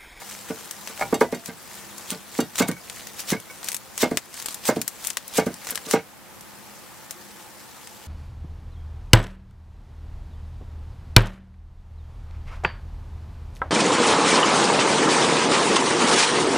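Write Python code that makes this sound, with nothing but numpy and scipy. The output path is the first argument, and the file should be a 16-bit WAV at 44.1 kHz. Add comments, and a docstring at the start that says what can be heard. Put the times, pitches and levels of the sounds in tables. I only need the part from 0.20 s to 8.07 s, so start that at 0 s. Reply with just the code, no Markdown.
"""An even forest hush and rubbing sleeves open the scene, with a faint knock of stone slab on log.
Then hands pat dough flat on the slab, which lies on a log deck: each stroke swishes the sleeves (shaped noise)
and thumps the slab (damped modes and decaying noise) through the dough; a softer blow often follows.
Stiff folds snap (noise bursts), bare stone clinks and small objects ping (damped modes); the end is quiet cloth.
Loud peaks pull the whole level down and the hush creeps back afterwards."""
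import sys
import numpy as np
from scipy import signal
from scipy.fft import rfft, irfft, next_fast_len
from scipy.io import wavfile
from scipy.ndimage import uniform_filter1d, minimum_filter1d, map_coordinates

SR = 44100
rng = np.random.default_rng(int(sys.argv[2]) if len(sys.argv) > 2 else 0)


def file_out(sig):
    """Save sig as 16-bit WAV at sys.argv[1]."""
    # one column per channel
    cols = np.atleast_2d(sig).T
    # limit, then scale
    lim = np.clip(cols, -1, 1)
    pcm = np.round(lim * 32767).astype(np.int16)
    wavfile.write(sys.argv[1], SR, pcm)


N = 347067
HIT = np.arange(SR // 3) / SR  # time within one blow, s
CLOCK = np.arange(N) / SR  # scene time, s


def amp(db):
    """Decibels to linear gain."""
    return 10 ** (np.asarray(db) / 20)


def unit(x):
    """Scale to rms 1."""
    return x / np.sqrt(np.mean(x ** 2) + 1e-20)


def levelled(x, length_s):
    """Scale so that the mid channel has the energy of rms 1 held for length_s."""
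    return x * np.sqrt(length_s * SR / np.sum(x.mean(0) ** 2))


def along(points, hz):
    """Interpolate (frequency [Hz], value) points on a log frequency axis."""
    point_hz, value = np.transpose(points)
    return np.interp(np.log(hz + 1), np.log(point_hz + 1), value)


def wobble(rate_hz):
    """Smooth random curve with rate_hz knots a second."""
    knots = rng.standard_normal(int(N * rate_hz / SR) + 4)
    return map_coordinates(knots, [CLOCK * rate_hz])


def filtered(x, response):
    """Zero-phase filter: multiply the spectrum by response(hz)."""
    n = x.shape[-1]
    padded = next_fast_len(n + 8192)
    spectrum = rfft(x, padded) * response(np.fft.rfftfreq(padded, 1 / SR))
    return irfft(spectrum, padded)[..., :n]


def coloured(x, points):
    """Minimum-phase filter through (frequency [Hz], level [dB]) points; attacks stay sharp."""
    size = 2048
    response = amp(along(points, np.fft.rfftfreq(size, 1 / SR)))
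    cepstrum = irfft(np.log(response))
    cepstrum[1:size // 2] *= 2  # fold onto positive time
    cepstrum[size // 2 + 1:] = 0
    impulse = irfft(np.exp(rfft(cepstrum)))
    return signal.fftconvolve(x, impulse[None], axes=1)[:, :x.shape[1]]


def noise(alike, size):
    """White stereo noise with a given left-right correlation per frequency."""
    def mid_side_gains(hz):
        angle = np.arccos(np.clip(along(alike, hz), -1, 1)) / 2
        return np.array([np.cos(angle), np.sin(angle)])

    mid, side = filtered(rng.standard_normal((2, size)), mid_side_gains)
    return np.array([mid + side, mid - side])


def dying(alike, decay, size=len(HIT)):
    """Stereo noise in which each band decays at its own t60."""
    hz, t, z = signal.stft(noise(alike, size), SR, nperseg=128)
    fade = amp(-60 * t / along(decay, hz)[:, None])
    return signal.istft(z * fade, SR, nperseg=128)[1][:, :size]


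def ring(modes, attack_s):
    """Damped sine modes; strengths scatter about 1 dB at each strike."""
    hz, db, t60 = np.transpose(modes)[:, :, None]
    strength = amp(db + rng.standard_normal(hz.shape) - 60 * HIT / t60)
    sign = (-1) ** np.arange(len(hz))[:, None]
    summed = (sign * strength * np.sin(2 * np.pi * hz * HIT)).sum(0)
    return summed * (1 - np.exp(-HIT / attack_s))


def rattled(sound, length_s, count):
    """Repeat a sound at random small contacts that weaken over length_s."""
    when = rng.uniform(0, length_s, count)
    when = when - when.min()  # first contact comes with the blow
    sizes = rng.choice([-1, 1], count) * np.exp(-when / length_s)
    contacts = np.bincount((when * SR).astype(int), sizes)
    return signal.fftconvolve(sound, contacts[None], axes=1)[:, :len(HIT)]


def panned(x, left_db):
    """Make the left louder than the right by left_db."""
    return x * amp([[left_db / 2], [-left_db / 2]])


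def add(track, s, sound):
    """Mix a sound into the track at s seconds."""
    part = track[:, round(s * SR):][:, :sound.shape[-1]]
    part += sound[..., :part.shape[1]]


# hush before distance colouring: (time [s], level [dB])
HUSH = [(0, -47.5), (5.5, -45.5), (7.87, -49)]
# hush spectrum: (frequency [Hz], relative density [dB per Hz])
TREES = [(15, -59), (25, -26), (114, -3.5), (170, -2.5), (200, -3), (270, -4), (335, -6), (416, -12.5),
         (531, -4.5), (575, -10.5), (775, -7.5), (3820, -16.5), (6740, -15.5), (14800, -15), (16000, -21)]
# hush stereo: (frequency [Hz], left-right correlation [-1..1])
TREES_ALIKE = [(60, 1), (130, -0.47), (290, -0.32), (640, 0.74), (3000, 0.27), (15000, -0.063)]
# far hum bands: (centre [Hz], half width at 1/e [Hz], mean level [dB])
DRONE = [(203.6, 4.8, -61), (350, 41, -63.5), (870, 61, -62.5), (1230, 500, -75), (1795, 47, -66)]


def forest():
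    """Even hush of trees, dulled by distance, plus narrow noise bands as a faint wavering hum."""
    level_db = np.interp(CLOCK, *np.transpose(HUSH)) + 0.077 * wobble(4.5)
    air = unit(coloured(noise(TREES_ALIKE, N), TREES + [(20000, -65)]))
    air = coloured(air, [(2000, 3.0), (6000, -1.5)])  # distance dulls the leaves
    hum = np.zeros(N)
    for centre_hz, width_hz, db in DRONE:
        band = filtered(rng.standard_normal(N), lambda hz: np.exp(-((hz - centre_hz) / width_hz) ** 2))
        hum += amp(db + 2.6 * wobble(4)) * unit(band)
    return amp(level_db) * air + hum


# cloth stereo: (frequency [Hz], left-right correlation [-1..1])
CLOTH_ALIKE = [(300, 0.91), (1400, 0.97), (3100, 0.88), (6800, 0.4), (15000, 0.15)]


def cloth(spectrum, grain_db, grain_rate_hz, clump_db):
    """Threads slipping: grainy hiss in clumps, its colour shifting as the folds move."""
    grains = amp(grain_db * wobble(grain_rate_hz) + clump_db * wobble(140))
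    z = signal.stft(noise(CLOTH_ALIKE, N) * grains, nperseg=256)[2]
    folds = uniform_filter1d(rng.standard_normal(z.shape[1:]), size=4, axis=0)
    folds = uniform_filter1d(folds, size=9, axis=1)
    shifting = signal.istft(z * amp(2.2 * unit(folds)), nperseg=256)[1][:, :N]
    return unit(coloured(shifting, spectrum))


# sleeve rubbing: (time [s], mean level [dB])
RUBBING = [(0, -42), (.9, -42), (1.3, -45.5), (1.95, -42), (2.3, -45), (3.6, -45), (5.6, -42), (6.0, -54),
           (6.5, -48.5), (7.87, -47)]
# rubbing spectrum: (frequency [Hz], relative density [dB per Hz])
CLOTH = [(180, -18), (300, -21), (455, 10), (537, 0.5), (915, 7.5), (2700, 3), (7570, 5), (9550, 2.5),
         (13100, 0), (16000, -0.5)]


def rustle():
    """Sleeves rub while the hands press and shift: continuous cloth hiss at a drifting level."""
    level_db = np.interp(CLOCK, *np.transpose(RUBBING)) + 0.43 * wobble(17)
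    hiss = cloth(CLOTH, grain_db=1.5, grain_rate_hz=460, clump_db=1.0)
    return panned(amp(level_db) * hiss, left_db=2.5)


# slab knocking on a log: (time [s], relative level [dB], brightness [dB])
KNOCKS = [(.018, -29.5, 5), (.793, -22.5, 0), (.811, -7.5, 0.5), (.823, -7.5, 4), (.853, -24, 1),
          (1.0135, -1.5, -6), (1.020, -16, -10), (2.456, -23, -14), (5.792, -24.5, 11)]
# log modes: (frequency [Hz], relative level [dB], t60 [s])
LOG = [(614, 10, 0.061), (789, 12.5, 0.12), (835, 9, 0.037), (958, 6, 0.14), (1239, 0.5, 0.06),
       (1426, -3.5, 0.1), (1725, 6, 0.023), (2194, 8.5, 0.04), (2320, -20, 0.1), (2330, -8, 0.14),
       (2700, -23, 0.059)]
# slab and deck stereo: (frequency [Hz], left-right correlation [-1..1])
SLAB_ALIKE = [(60, 0.74), (250, 0.88), (1000, 0.91), (6000, 0.85)]
# deck noise decay: (frequency [Hz], t60 [s])
THUD_DECAY = [(100, 0.53), (500, 0.13), (2000, 0.11), (10000, 0.27)]


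def knocks():
    """Slab meets log without dough: damped log modes plus decaying deck noise, a hollow gritty clack."""
    out = np.zeros((2, N))
    deck_colour = [(50, -16.0), (110, -4.5), (300, -7.5), (700, 1), (4000, -20.5), (12000, -30)]
    for s, db, brightness_db in KNOCKS:
        tilt = [(900, 0), (2200, brightness_db)]
        wood = levelled(coloured(ring(LOG, attack_s=0.00036)[None], tilt), 0.016)
        deck = levelled(coloured(dying(SLAB_ALIKE, THUD_DECAY), deck_colour), 0.024)
        add(out, s, amp(db - 12.5) * (wood + amp(-12) * deck))
    return out


def crumbs(rate_hz):
    """Sparse tiny ticks of floury skin and cloth: short damped sines at random pitches, rms 1."""
    count = int(rate_hz * N / SR)
    when, pitch, size = rng.uniform(1e-3, 1, (count, 3)).T[:, :, None]
    hz = 1800 * 6 ** pitch
    t = HIT[:SR // 400]
    ticks = -np.log(size) * np.sin(2 * np.pi * hz * t) * np.exp(-hz * t)
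    index = (when * N).astype(int) + np.arange(len(t))
    return unit(np.bincount(index.ravel(), ticks.ravel(), N)[:N])


def swell(s, rise_s, fall_s, shape):
    """Arm speed curve peaking at s; shape 1 is pointed, 2 is rounded."""
    t = CLOCK - s
    return np.exp(-np.abs(t / np.where(t < 0, rise_s, fall_s)) ** shape)


# hand blows: (time [s], relative level [dB], bass [dB], chatter against thump [dB],
#              sleeve swish level [dB], swing length [s])
PATS = [(0.301, -18, 4, -13, -39, 0.013), (0.694, -32.5, 4, 1, -45, 0.02), (0.926, -5, 0, -17, -40, 0.0081),
        (1.011, 1.5, -10, -14, -21.5, 0.0023), (1.125, -11, 4, -15, -35, 0.0051),
        (1.283, -22.5, 16, -7, -34.5, 0.027), (1.917, -20, 19, -7, -25, 0.016),
        (1.955, -34, -1, -18, -41, .01), (2.188, -6.5, 4, -15, -33.5, 0.04),
        (2.403, -3.5, 6, -8.5, -17.5, 0.019), (2.485, -11, 13.5, -13, -30, 0.0073),
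        (3.12, -8, 8.5, -9, -20, .023), (3.829, -3, 2.5, -9.5, -17, 0.024),
        (3.913, -10.5, 9, -16, -36, .006), (4.488, -3, 2, -9, -17.5, 0.023),
        (4.564, -11, 10, -20, -30, 0.0023), (5.183, -2, 0, -11.5, -19, 0.027),
        (5.265, -9.5, 10, -18.5, -30.5, 0.0034), (5.517, -28, 12, -1, -36, 0.027),
        (5.664, -26, 2, -3, -37, 0.011), (5.735, -0.5, 0, -9, -20, 0.024)]
# hands lifting and shifting: (time of peak speed [s], level [dB], half length [s])
SHIFTS = [(.12, -39, 0.047), (0.814, -35.5, .025), (1.544, -42, 0.053), (2.766, -44.5, 0.13),
          (3.004, -33, 0.022), (3.485, -34, 0.035), (4.177, -34, 0.038), (4.303, -36, 0.038),
          (4.861, -33, 0.052), (5.491, -35, 0.027), (7.72, -56, 0.031)]
# swish spectrum: (frequency [Hz], relative density [dB per Hz])
SWISH = [(150, -27), (600, -4), (1500, -2.5), (3000, 1), (4500, 2.5), (8000, 5), (11000, -1.5), (16000, -2)]
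SWISH_LEAD_S, SWISH_FALL_S = 0.0023, 0.014  # arm is fastest just before landing
STROKE_SHAPE, SHIFT_SHAPE = 1.22, 1.4


def swings():
    """Sleeve hiss follows arm speed and dies on landing; capped crackle makes slow rubs crumbly."""
    speed = np.zeros(N)
    for s, *_, swish_db, swing_s in PATS:
        speed += amp(swish_db) * swell(s - SWISH_LEAD_S, swing_s, SWISH_FALL_S, STROKE_SHAPE)
    for s, db, half_s in SHIFTS:
        speed += amp(db) * swell(s, half_s, half_s, SHIFT_SHAPE)
    swish = cloth(SWISH, grain_db=2.2, grain_rate_hz=1500, clump_db=1.9)
    crackle = np.minimum(.5 * speed, amp(-35)) * crumbs(rate_hz=220)
    return speed * swish + crackle


SMALL_SNAP_DB, SMALL_SNAP_SCATTER_DB = 9.5, 3.5  # offset from the shift level, random spread


def small_snaps(count):
    """Each hand shift flips count small folds at random; rows as in SNAPS."""
    rows = []
    chance = rng.standard_normal((len(SHIFTS), count, 3))
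    for (s, db, half_s), folds in zip(SHIFTS, chance):
        for when, size, tilt in folds:
            level_db = db + SMALL_SNAP_DB + SMALL_SNAP_SCATTER_DB * size
            rows.append((abs(s + half_s * when), level_db, 2 * tilt))
    return rows


# sleeve folds snapping at set times, loud and faint: (time [s], relative level [dB], brightness [dB])
SNAPS = [(0.5106, -15, 5), (0.6742, -17, -2.5), (1.2592, -15.5, 1), (1.7813, -22, 5), (1.9047, -9.5, 4.5),
         (2.3565, -15, -1), (2.3825, -13, -1), (2.4855, -13, 11), (2.5147, -16.5, 0), (2.6988, -17.5, -4),
         (2.8704, -21.5, -1), (3.0008, -24, -4), (3.1037, -8, 4), (3.201, -23.5, 5), (3.4441, -18, 3),
         (3.4866, -7.5, 0.5), (3.5183, -12.5, 3), (3.5451, -6, 5), (3.5663, -13, 5), (3.7785, -9, 1.5),
         (3.811, -18, -4), (3.9723, 1.5, -3), (4.2243, -17, 2), (4.2595, -9, 1.5), (4.2851, -13.5, -3),
         (4.3441, -15, 6), (4.4553, -16.5, 2), (4.6157, -6.5, 3), (4.6788, -4.5, 5), (4.8486, -14, 2),
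         (4.8709, -4, 9.5), (4.9031, -7, 0.5), (4.9709, -3, -2.5), (5.0798, -15.5, 12), (5.3418, -20, 4),
         (5.4705, -15, -2), (5.5072, -8, 15), (5.5561, -8.5, 0), (5.576, -12, -8), (5.7113, -4, 0.5),
         (6.209, -28, 7), (6.9089, -16, 5.5), (7.6728, -26, -1)]
# crack spectrum: (frequency [Hz], relative density [dB per Hz])
SNAP = [(100, -16), (400, -11.5), (900, -9.5), (2000, -4.5), (3200, -4.5), (5000, -2.5), (8000, 1),
        (12000, -2.5), (16000, -8.5)]
# scattered tail: (frequency [Hz], t60 [s])
SNAP_TAIL = [(300, 0.076), (2000, 0.059), (6000, 0.063), (14000, 0.063)]
FOLD_BODY_DB, FOLD_SHEEN_DB = 2, -2.5  # low and high end; brightness tilts one against the other


def snaps():
    """A stiff fold flips: noise burst, its reflection off the slab and a short scattered tail."""
    out = np.zeros((2, N))
    t = HIT[:SR // 14]
    for s, db, brightness_db in list(SNAPS) + small_snaps(count=5):
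        late = t - rng.uniform(.002, .0033)  # time since the reflection, s
        reflection = (late > 0) * np.exp(-np.abs(late) / .0009)
        shape = np.exp(-t / .0008) + amp(-8) * reflection
        tail = amp(-14) * dying(CLOTH_ALIKE, SNAP_TAIL, size=len(t))
        crack = coloured(noise(CLOTH_ALIKE, len(t)) * shape + tail, SNAP)
        fold = [(1500, FOLD_BODY_DB - brightness_db), (5000, 0), (12000, FOLD_SHEEN_DB + brightness_db)]
        add(out, s, amp(db - 12.5) * levelled(coloured(crack, fold), 0.0045))
    return panned(out, left_db=4.5)


# slab modes on the logs: (frequency [Hz], relative level [dB], t60 [s])
SLAB = [(177.5, -6, 0.097), (246, 3, 0.069), (304.6, 4.5, 0.039), (346.4, 2, 0.047), (445.8, 3, 0.1),
        (536, 1, 0.037), (610, -7, 0.083), (696, -13, 0.15), (791, -13.5, 0.12), (937, -12, 0.1),
        (1025, -28, 0.1), (1173, -4, 0.056), (1421, -5.5, 0.024), (1475, -5, 0.059), (1604, -5, 0.036),
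        (1676, -21, 0.045), (1864, -24, 0.09), (2134, -11, 0.06), (2240, -31, 0.059), (3000, -44, 0.03)]
# deck noise spectrum: (frequency [Hz], relative density [dB per Hz])
THUD = [(30, -38), (70, -17.5), (170, 0), (300, 1), (600, 0.5), (1000, -7.5), (2000, -8.5), (3000, -25.5),
        (8000, -46), (16000, -99)]


def slab():
    """One slab blow: its damped modes plus decaying noise for the many deck resonances."""
    shudder = unit(coloured(dying(SLAB_ALIKE, THUD_DECAY), THUD))
    return unit(ring(SLAB, attack_s=.0006)) + amp(-7) * shudder


# soft push through the dough: (frequency [Hz], gain [dB])
PALM = [(450, -2), (800, 3.5), (1400, -7), (2500, -18.5)]
# hard little contacts after it: (frequency [Hz], gain [dB])
CHATTER = [(200, -39), (500, -9), (900, -6), (1500, -5), (5000, 10.5)]
SLAB_HOLD_S = 0.085  # resting hand smothers the ring
DULL_SLOPE = 0.59  # treble loss of softer blows, dB per dB


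def pats():
    """The palm drives the low slab modes through dough; repeated contacts make the slab chatter."""
    out = np.zeros((2, N))
    smother = np.exp(-(HIT / SLAB_HOLD_S) ** 3)
    for s, db, bass_db, chatter_db, _, _ in PATS:
        hand = [(170, bass_db), (450, 0), (1500, DULL_SLOPE * min(db, 0))]
        thump = levelled(coloured(coloured(slab(), hand), PALM), 0.01)
        contacts = rattled(slab(), length_s=.028, count=9)
        chatter = levelled(coloured(contacts, CHATTER), 0.023)
        blow = amp(db - 9) * levelled(smother * (thump + amp(chatter_db) * chatter), 0.024)
        add(out, s, blow)
        add(out, s + rng.uniform(.024, .036), amp(-15.5) * blow)  # slab rebounds once
    return panned(out, left_db=-1.7)


# slab rocking and clinking on the logs: (time [s], relative level [dB])
CLINKS = [(0.811, -34), (0.9424, -13), (1.1463, -21), (2.203, -12.5), (2.42, -13), (5.196, -17)]
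# bare stone modes: (frequency [Hz], relative level [dB], t60 [s])
STONE = [(1905, -2.5, 0.14), (2820, 1.5, 0.1), (3300, -5.5, 0.17), (3720, 0, 0.15), (4500, 3.5, 0.084),
         (4790, -5.5, 0.13), (5450, -39, 0.053), (6120, 5.5, 0.076), (7600, 6.5, 0.066), (8650, -16, 0.17)]


def clinks():
    """Jolted bare stone: high damped modes, struck separately per side, plus gritty decaying noise."""
    out = np.zeros((2, N))
    for s, db in CLINKS:
        sides = np.array([ring(STONE, attack_s=0.0014) for side in range(2)])
        grit = coloured(dying(CLOTH_ALIKE, SNAP_TAIL), SNAP)
        add(out, s, amp(db - 14.0) * levelled(unit(sides) + unit(grit), 0.017))
    return out


# something small and hard nearby is jogged: (time [s], relative level [dB])
PINGS = [(2.425, -15.5), (2.522, -27.5), (2.567, -31.5), (3.165, -27.5), (3.299, -29), (5.21, -22.5)]
# its modes: (frequency [Hz], relative level [dB], t60 [s])
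PING = [(1510, 0, .1), (2235, 7.5, 0.093), (2220, -16.5, 0.27)]
# thin ring left by the hardest punch: (frequency [Hz], relative level [dB], t60 [s])
LINGER = [(680, -3, 1), (1990, -2, .35)]


def pings():
    """Faint thin rings of a few damped modes after the heavier blows."""
    out = np.zeros((2, N))
    for s, db in PINGS:
        add(out, s, amp(db - 11.5) * ring(PING, attack_s=0.00065))
    add(out, 1.014, amp(-32) * ring(LINGER, attack_s=.003))
    return out


def scene():
    """Sum of trees, sleeves, slab, hands and small objects in the open air."""
    return forest() + rustle() + knocks() + swings() + snaps() + pats() + clinks() + pings()


DUCK_ABOVE_DB, DUCK_SHARE, RECOVER_DB_PER_S = -13.5, 0.29, 10  # threshold, share of excess cut, release


def gain_control(x):
    """Gain drops within milliseconds on a loud peak and climbs back at a steady dB rate."""
    peak_db = 20 * np.log10(np.abs(x).max(0) + 1e-9)
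    excess_db = np.maximum(peak_db - DUCK_ABOVE_DB, 0)
    needed_db = minimum_filter1d(-DUCK_SHARE * excess_db, size=128)
    climb_db = RECOVER_DB_PER_S * CLOCK
    gain_db = np.minimum.accumulate(needed_db - climb_db) + climb_db
    return x * amp(uniform_filter1d(gain_db, size=128))


TOP_HZ = 15900  # band limit


def record(dry):
    """Ride the gain, round off the highest peaks, then low-pass steeply at TOP_HZ."""
    held = gain_control(dry)
    rounded = held / (1 + np.abs(held / .8) ** 6) ** (1 / 6)
    return filtered(rounded, lambda hz: 1 / (1 + (hz / TOP_HZ) ** 200))


dry = scene()
out = record(dry)
file_out(out)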